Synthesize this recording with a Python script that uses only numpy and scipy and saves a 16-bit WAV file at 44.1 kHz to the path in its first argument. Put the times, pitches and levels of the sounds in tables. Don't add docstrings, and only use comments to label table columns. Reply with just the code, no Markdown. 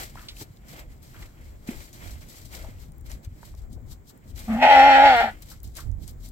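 import sys
import numpy as np
from scipy import signal
from scipy.fft import rfft, irfft, next_fast_len
from scipy.io import wavfile
from scipy.ndimage import map_coordinates

SR = 44100
rng = np.random.default_rng(int(sys.argv[2]) if len(sys.argv) > 2 else 0)


def master(y):
    cut = np.clip(np.atleast_2d(y).T, -1, 1)
    pcm = np.round(cut * 32767)
    wavfile.write(sys.argv[1], SR, pcm.astype(np.int16))


N = 278403


def amp(db):
    return 10 ** (np.asarray(db) / 20)


def unit(x):
    return x / np.sqrt(np.mean(x ** 2) + 1e-20)


def along(points, hz):
    point_hz, value = np.transpose(points)
    return np.interp(np.log(hz + 1), np.log(point_hz + 1), value)


def curves(rows, t):
    time_s, *columns = np.transpose(rows)
    return [np.interp(t, time_s, column) for column in columns]


def wobble(rate, size):
    points = rng.standard_normal(int(size * 2000 / SR) + 4)
    return map_coordinates(points, [np.arange(size) * rate / SR])


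def filtered(x, response):
    size = next_fast_len(x.shape[-1] + 8192)
    spectrum = rfft(x, size) * response(np.fft.rfftfreq(size, 1 / SR))
    return irfft(spectrum, size)[..., :x.shape[-1]]


def causal(points, hz):
    cepstrum = irfft(np.log(amp(along(points, hz)) + 1e-6))
    middle = len(cepstrum) // 2
    cepstrum[1:middle] *= 2
    cepstrum[middle + 1:] = 0
    return np.exp(rfft(cepstrum, 2 * len(hz) - 1))


def ports(x, balance, lead_s):
    def half(hz):
        return amp(along(balance, hz) / 2) * np.exp(1j * np.pi * hz * lead_s)
    return filtered(x * np.ones((2, 1)), lambda hz: [half(hz), 1 / half(hz)])


def noise(spectrum, alike, grainy_db, rate):
    a, b = rng.standard_normal((2, N)) * amp(grainy_db * wobble(rate, N))
    turn = np.arccos(np.clip(alike, 0, 1)) / 2
    pair = np.cos(turn) * a + np.sin(turn) * b * np.array([[1], [-1]])
    return unit(filtered(pair, lambda hz: amp(along(spectrum, hz))))


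def crackle(events, width):
    out = np.zeros(N + SR)
    t = np.arange(SR // 4) / SR
    for start_s, level_db, centre_hz, t60_s in events:
        def band(hz):
            spread = 1j * hz * width
            return (spread / (centre_hz - hz ** 2 / centre_hz + spread)) ** 2
        grain = unit(filtered(rng.standard_normal(len(t)), band))
        out[round(start_s * SR):][:len(t)] += amp(level_db - 60 * (t / t60_s) ** 0.96) * grain
    return out[:N]


def lamb():
    start = round(4.46 * SR)
    t = np.arange(start, start + SR) / SR
    voice = hum(t) + bleat(t)
    return np.pad(voice, (start, N - start - len(t)))


def folds(pitch_hz, bend, jitter):
    phase = 2 * np.pi * np.cumsum(pitch_hz * (1 + jitter)) / SR + bend
    buzz = np.cos(np.arange(1, 56)[:, None] * phase).sum(axis=0)
    return phase, unit(buzz)


def hum(t):
    # time_s, pitch_hz (before jitter), level_db (of the plain tone)
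    hum_course = [(4.46, 224.3, -73), (4.482, 223.8, -31), (4.504, 216.3, -22), (4.562, 231.7, -23),
                  (4.588, 251, -29), (4.67, 250.6, -32)]
    # frequency_hz, level_db (relative)
    nose_colour = [(240, -44.5), (400, -14), (770, 5), (941, -14), (1210, -7), (1550, -15.5), (2100, -12.5),
                   (5000, -41.5), (6500, -78.5), (11000, -120)]
    pitch_hz, level_db = curves(hum_course, t)
    phase, buzz = folds(pitch_hz, 0, 0.042 * wobble(120, len(t)))
    leak = unit(filtered(0.4 * buzz + rng.standard_normal(len(t)), lambda hz: causal(nose_colour, hz)))
    tone = np.sqrt(2) * np.sin(phase)
    return amp(level_db) * (tone + amp(-12.0) * leak) * (t < hum_course[-1][0])


def bleat(t):
    # time_s, pitch_hz (before jitter), level_db (before tremble and trims)
    bleat_course = [(4.56, 262.3, -39), (4.61, 269.7, -26.5), (4.624, 274.9, -12), (4.69, 282.8, -11.5),
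                    (4.73, 278, -9.5), (4.79, 266.9, -8.5), (4.86, 280, -10.5), (4.95, 267.2, -10.5),
                    (5.05, 284.1, -9), (5.13, 255.2, -10.5), (5.165, 234.8, -14), (5.21, 232.4, -14),
                    (5.246, 228.5, -22), (5.286, 214.3, -29), (5.33, 208.3, -54.5)]
    # time_s, level_db
    lowest_tone = [(4.66, -50), (4.73, -37.5), (4.78, -30.5), (5.05, -31.5), (5.16, -39.5), (5.2, -66),
                   (5.246, -32.5), (5.3, -51)]
    # time_s, depth (0 to 1)
    flutter_depth = [(4.68, .9), (4.76, .45), (5.13, .4), (5.155, .03), (5.195, .03), (5.22, 1)]
    # frequency_hz, level_db (relative)
    throat_colour = [(150, -66.5), (420, -22), (560, -13), (700, -3.5), (840, 1.5), (950, -14),
                     (1080, -35.5), (1200, -58.5), (16000, -99)]
    # frequency_hz, level_db (relative)
    mouth_wide = [(620, -50.5), (1050, -5), (1220, -14.5), (1400, 0.5), (1560, -10.5), (1900, 0),
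                  (2250, -8.5), (2520, -3.5), (2850, -12), (3200, -10.5), (3600, -19), (4400, -19.5),
                  (4950, -35), (5550, -22), (6400, -41.5), (7300, -31), (8700, -43.5), (13000, -41),
                  (15800, -48)]
    # frequency_hz, level_db (relative)
    mouth_narrow = [(620, -54.5), (1050, -16), (1240, -7.5), (1430, 1), (1600, -4.5), (1980, -4),
                    (2270, -8), (2600, -16), (2900, -12), (3300, -13.5), (3700, -18), (4350, -19),
                    (4950, -30), (5600, -25), (6400, -46), (7250, -29), (8600, -52), (13200, -44),
                    (15800, -54.5)]
    n = len(t)
    start_s, end_s = bleat_course[0][0], bleat_course[-1][0]
    pitch_hz, level_db = curves(bleat_course, t)
    (low_db,), (depth,) = curves(lowest_tone, t), curves(flutter_depth, t)
    rough = .5 * depth

    flutter_hz = 74 + 52 * (t - start_s)
    beat = 2 * np.pi * np.cumsum(flutter_hz * (1 + 0.0615 * wobble(40, n))) / SR
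    hurry = depth * np.sin(beat)
    swell = 1 + depth * np.cos(beat) + 0.18 * depth * np.cos(2 * beat)
    swell = swell * amp(0.37 * wobble(45, n))

    jitter = .05 * rough * wobble(150, n) + .006 * wobble(22, n)
    phase, buzz = folds(pitch_hz, .35 * hurry, jitter)
    rasp = folds(pitch_hz, .5 * hurry, jitter)[1]
    puffs = rng.standard_normal(n) * (1 + np.cos(phase))
    throat = unit(filtered(buzz * swell + 2.1 * rough * puffs, lambda hz: causal(throat_colour, hz)))

    edge = (rasp * swell + rough * puffs) * amp(.8 * wobble(60, n))
    wide, narrow = filtered(edge, lambda hz: [causal(mouth_wide, hz), causal(mouth_narrow, hz)])
    closing = np.clip((t - 4.8) / 0.39, 0, 1)
    mouth = (1 - closing) * unit(wide) + closing * unit(narrow)

    level_db = level_db + 0.36 * np.cos(2 * np.pi * 20.3 * (t - 4.756))
    mouth_db = level_db - 12 - 10.5 * np.clip(t - 5.2, 0, 1)
    fundamental = amp(low_db) * np.sqrt(2) * np.sin(phase - 0.11 * hurry)
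    sounding = (t > start_s) & (t < end_s)
    return (amp(level_db - 1.5) * throat + amp(mouth_db) * mouth + fundamental) * sounding


def wall(x):
    # frequency_hz, t60_s (time to fade by 60 dB)
    fade_times = [(300, 0.043), (1500, 0.11), (8000, 0.051)]
    out = np.zeros((2, N))
    place = np.arange(N) / SR / .11
    for k in range(40, 50):
        hz, t, tail = signal.stft(rng.standard_normal((2, SR // 4)), SR, nperseg=128)
        fade_db = -60 * t / along(fade_times, hz)[:, None]
        colour_db = along([(300, -39.5), (1500, 26.5)], hz)[:, None]
        tail = signal.istft(tail * amp(fade_db + colour_db), SR, nperseg=128)[1]
        part = np.pad(x * np.clip(1 - abs(place - k), 0, 1), (120, 0))
        out += signal.fftconvolve(part[None], tail / np.linalg.norm(tail[0]), axes=1)[:, :N]
    return out


def scrapes():
    # start_s, level_db (at the start), centre_hz, t60_s (time to fade by 60 dB)
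    scrape_list = [(.156, -33, 816, 0.012), (.168, -46, 1370, 0.38), (.285, -34, 3555, 0.1),
                   (.415, -35.5, 343, 0.065), (.73, -52, 530, 0.66), (1.145, -54, 1240, 0.65),
                   (1.225, -41.5, 2100, 0.062), (1.69, -36, 2120, .02), (1.705, -41, 315, 0.22),
                   (2.54, -52.5, 553, 1), (2.64, -46.5, 650, 0.16), (3.43, -41.5, 970, 0.029),
                   (3.54, -42.5, 570, 0.03), (3.765, -49.5, 406, 0.21), (3.92, -55.5, 1390, 0.087),
                   (4.1, -60, 1440, 0.11), (5.515, -51, 1325, 0.13), (5.785, -42.5, 1284, 0.16)]
    return crackle(scrape_list, width=.7)


def rustle():
    # peak_s, rise_s and fall_s (each spans 21 dB), fizz_db (before the gains below),
    # body_db (relative to the fizz, before the gains below)
    stroke_list = [(0.0, .05, .12, -39, -3.5), (.19, 0.19, 0.48, -55.5, -2.5),
                   (0.416, 0.075, 0.036, -40.5, -9.5), (0.701, 0.066, 0.18, -51.5, -4.5),
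                   (0.791, 0.19, 0.082, -53.5, 2), (0.919, 0.094, 0.11, -62, -3),
                   (1.035, 0.025, 0.6, -57, -10), (1.22, 0.25, 0.14, -55, -1), (1.49, 0.6, 0.16, -64.5, 0),
                   (1.6, .05, 0.069, -71, 2), (1.679, 0.02, 0.26, -47.5, -1.5),
                   (1.82, 0.25, 0.17, -50.5, -5.5), (1.935, 0.013, .12, -49, -9.5),
                   (2.059, 0.21, 0.23, -49.5, -3), (2.215, .03, 0.094, -52.5, -3.5),
                   (2.33, 0.16, 0.39, -52.5, -7), (2.541, 0.066, 0.28, -50, -1),
                   (2.82, .08, 0.089, -55, -9), (3.065, 0.021, .05, -52, -7.5),
                   (3.11, 0.046, 0.076, -49, -4.5), (3.25, 0.034, 0.031, -55.5, -5),
                   (3.48, 0.27, 0.12, -59, -3), (3.59, 0.07, 0.07, -62, -8),
                   (3.735, 0.033, 0.027, -56, -25), (3.92, 0.042, 0.039, -47.5, -20),
                   (4.1, 0.043, 0.027, -50.5, -24), (4.302, .05, .04, -58, -28),
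                   (4.379, 0.043, 1, -50.5, -5), (5.2, 0.78, 0.24, -50, 3), (5.425, 0.014, 0.045, -52, -9),
                   (5.521, 0.15, 0.084, -51, -9), (5.64, 0.013, 0.14, -54.5, -15.5),
                   (5.771, 0.028, 0.087, -41, -9.5), (6.036, 0.046, 0.051, -53.5, -12),
                   (6.085, 0.032, 0.05, -50, -13), (6.208, 0.0087, .04, -62.5, -25),
                   (6.26, 0.059, 0.05, -48, -17)]
    # frequency_hz, level_db (relative)
    fizz_colour = [(1530, -22), (2600, -12.5), (2720, -10.5), (3190, 0), (3520, -2), (3910, 3), (6890, -1),
                   (7480, 3.5), (9750, -8.5), (12600, -1), (15800, -8.5)]
    # frequency_hz, level_db (relative)
    body_colour = [(210, -8), (350, -3), (399, -15), (598, -7), (974, -13.5), (1840, -10), (2120, -7.5),
                   (2680, -15.5), (3300, -15.5), (4290, -36), (7260, -120)]
    t = np.arange(N) / SR
    fizz, body = np.zeros((2, N))
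    for peak_s, rise_s, fall_s, fizz_db, body_db in stroke_list:
        away = np.where(t < peak_s, (peak_s - t) / rise_s, (t - peak_s) / fall_s)
        stroke = amp(fizz_db - 21 * np.abs(away) ** 1.08)
        fizz = np.maximum(fizz, stroke)
        body = np.maximum(body, amp(body_db) * stroke)
    slips = (rng.random(N) < 70 / SR) * rng.exponential(size=N)
    slips = signal.lfilter([1], [1, -np.exp(-1 / (.012 * SR))], slips)
    fizz = fizz * unit(1 + .4 * slips) * noise(fizz_colour, alike=0.068, grainy_db=0.5, rate=420)
    body = body * amp(3.5 + 1.43 * wobble(30, N))
    body = body * noise(body_colour, alike=0.65, grainy_db=1.5, rate=140)
    return (fizz + body) * amp([[1.8], [1.9]])


def ticks():
    # start_s, level_db (at the start, before the trim below), centre_hz
    tick_list = [(0.193, -39, 3200), (0.3678, -37, 3180), (0.5716, -48.5, 3970), (1.029, -43, 13900),
                 (1.675, -35, 6513), (1.93, -38, 5800), (2.4083, -51, 5160), (2.5238, -42, 5380),
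                 (2.7854, -49.5, 3070), (2.92, -47.5, 7680), (2.9827, -45, 13250), (3.0109, -48, 7730),
                 (3.0984, -43.5, 6490), (3.1162, -30.5, 4930), (3.248, -42, 6340), (3.55, -46, 5530),
                 (3.7289, -44, 7510), (4.1757, -49.5, 10080), (4.36, -41.5, 5500), (5.405, -51, 12330),
                 (5.4218, -38, 12150), (5.5765, -54.5, 7240), (5.6024, -47, 7010), (5.633, -35.5, 14100),
                 (5.643, -37.5, 12730), (5.6757, -43.5, 7000), (5.7531, -38, 7200), (5.7689, -33, 7950),
                 (5.7733, -38, 7680), (5.915, -48.5, 6930), (6.0783, -33, 7550), (6.111, -44, 12100),
                 (6.288, -41, 9000)]
    return amp(-3.5) * crackle([(*row, .014) for row in tick_list], width=.8)


def thuds():
    # start_s, level_db (before the boost and fades below), pitch_hz, t60_s (60 dB fade time)
    thud_list = [(0.149, -43.5, 102, 0.037), (0.411, -44.5, 112, 0.094), (0.504, -42, 107, 0.039),
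                 (1.688, -25, 233, 0.035), (2.686, -45, 232, 0.042), (2.889, -45.5, 132, 0.061),
                 (3.274, -35, 89, 0.057), (3.321, -42.5, 100, 0.04), (3.763, -33.5, 104, 0.027),
                 (5.916, -43.5, 124.6, 0.041), (5.953, -42, 100, 0.042)]
    out = np.zeros(N + SR)
    t = np.arange(SR // 8) / SR
    onset = 1 - np.exp(-t / 0.0033)
    for start_s, level_db, pitch_hz, t60_s in thud_list:
        fade = amp(level_db + 14.5 - 60 * t / t60_s)
        out[round(start_s * SR):][:len(t)] += fade * onset * np.sin(2 * np.pi * pitch_hz * t)
    return out[:N]


def wind():
    # time_s, rumble_db, pan_db (left minus right)
    wind_course = [(0.0, -45.5, 0), (0.98, -46.5, -0.5), (1.69, -44.5, -0.5), (1.77, -37, 8),
                   (1.88, -52.5, 4), (2.04, -38, -11), (2.43, -45.5, 4), (3.14, -40.5, 4.5),
                   (3.22, -58, -6), (3.27, -40, 6.5), (3.44, -54, -10), (3.55, -38.5, 3),
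                   (3.85, -37.5, 7.5), (4.18, -54.5, -3.5), (4.36, -37.5, 7), (4.6, -42.5, -8),
                   (4.64, -41.5, -2.5), (4.94, -44.5, -0.5), (5.06, -37.5, 11.5), (5.15, -47.5, 1.5),
                   (5.57, -46, -0.5), (5.68, -37.5, -6.0), (5.75, -41.5, 4), (5.9, -34, -19.5),
                   (6.27, -42, 6), (6.31, -38, -4)]
    # frequency_hz, level_db (relative)
    rumble_colour = [(12, -43), (20, -3.5), (38, 0.5), (54, 0.5), (102, -4.5), (130, -19), (170, -40.5),
                     (290, -120)]
    # frequency_hz, level_db (relative)
    buffet_colour = [(71, -32.5), (120, 2), (198, -5.5), (243, -5.5), (448, -25), (800, -25.5), (1040, -50),
                     (1760, -120)]
    # frequency_hz, level_db (relative)
    hush_colour = [(180, -24.5), (300, 5.5), (1080, -8.5), (2230, -14), (2770, -26), (3160, -22.5),
                   (6040, -27), (7490, -14.5), (9930, -38.5), (12700, -26.5), (15800, -20)]
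    hush = noise(hush_colour, alike=.2, grainy_db=1.8, rate=22)
    rumble_db, pan_db = curves(wind_course, np.arange(N) / SR)
    buffet_db = -53 + .2 * (rumble_db - rumble_db.mean())
    rumble = amp(rumble_db) * noise(rumble_colour, alike=0.8, grainy_db=3, rate=9)
    buffet = amp(buffet_db) * noise(buffet_colour, alike=.75, grainy_db=2.5, rate=18)
    return amp([pan_db / 2, -pan_db / 2]) * (rumble + buffet) + amp(-60) * hush


def scene():
    # frequency_hz, balance_db (left minus right)
    ahead_balance = [(60, 7), (180, 1.0), (550, 1), (1650, 2), (4970, -3.5), (15000, 5)]
    # frequency_hz, balance_db (left minus right)
    near_balance = [(60, 1.5), (150, -1), (380, 0.5), (950, 1.5), (2380, -3.5), (5980, 4.5), (15000, 11)]
    voice = lamb()
    ahead = voice + amp(2.5) * wall(voice) + scrapes()
    near = rustle() + ticks() + thuds() + wind()
    return ports(ahead, ahead_balance, lead_s=-0.00011) + ports(near, near_balance, lead_s=0.000328)


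def record(dry):
    rounded = dry / (1 + np.abs(dry / .99) ** 10) ** (1 / 10)
    return filtered(rounded, lambda hz: hz < 15900)


dry = scene()
out = record(dry)
master(out)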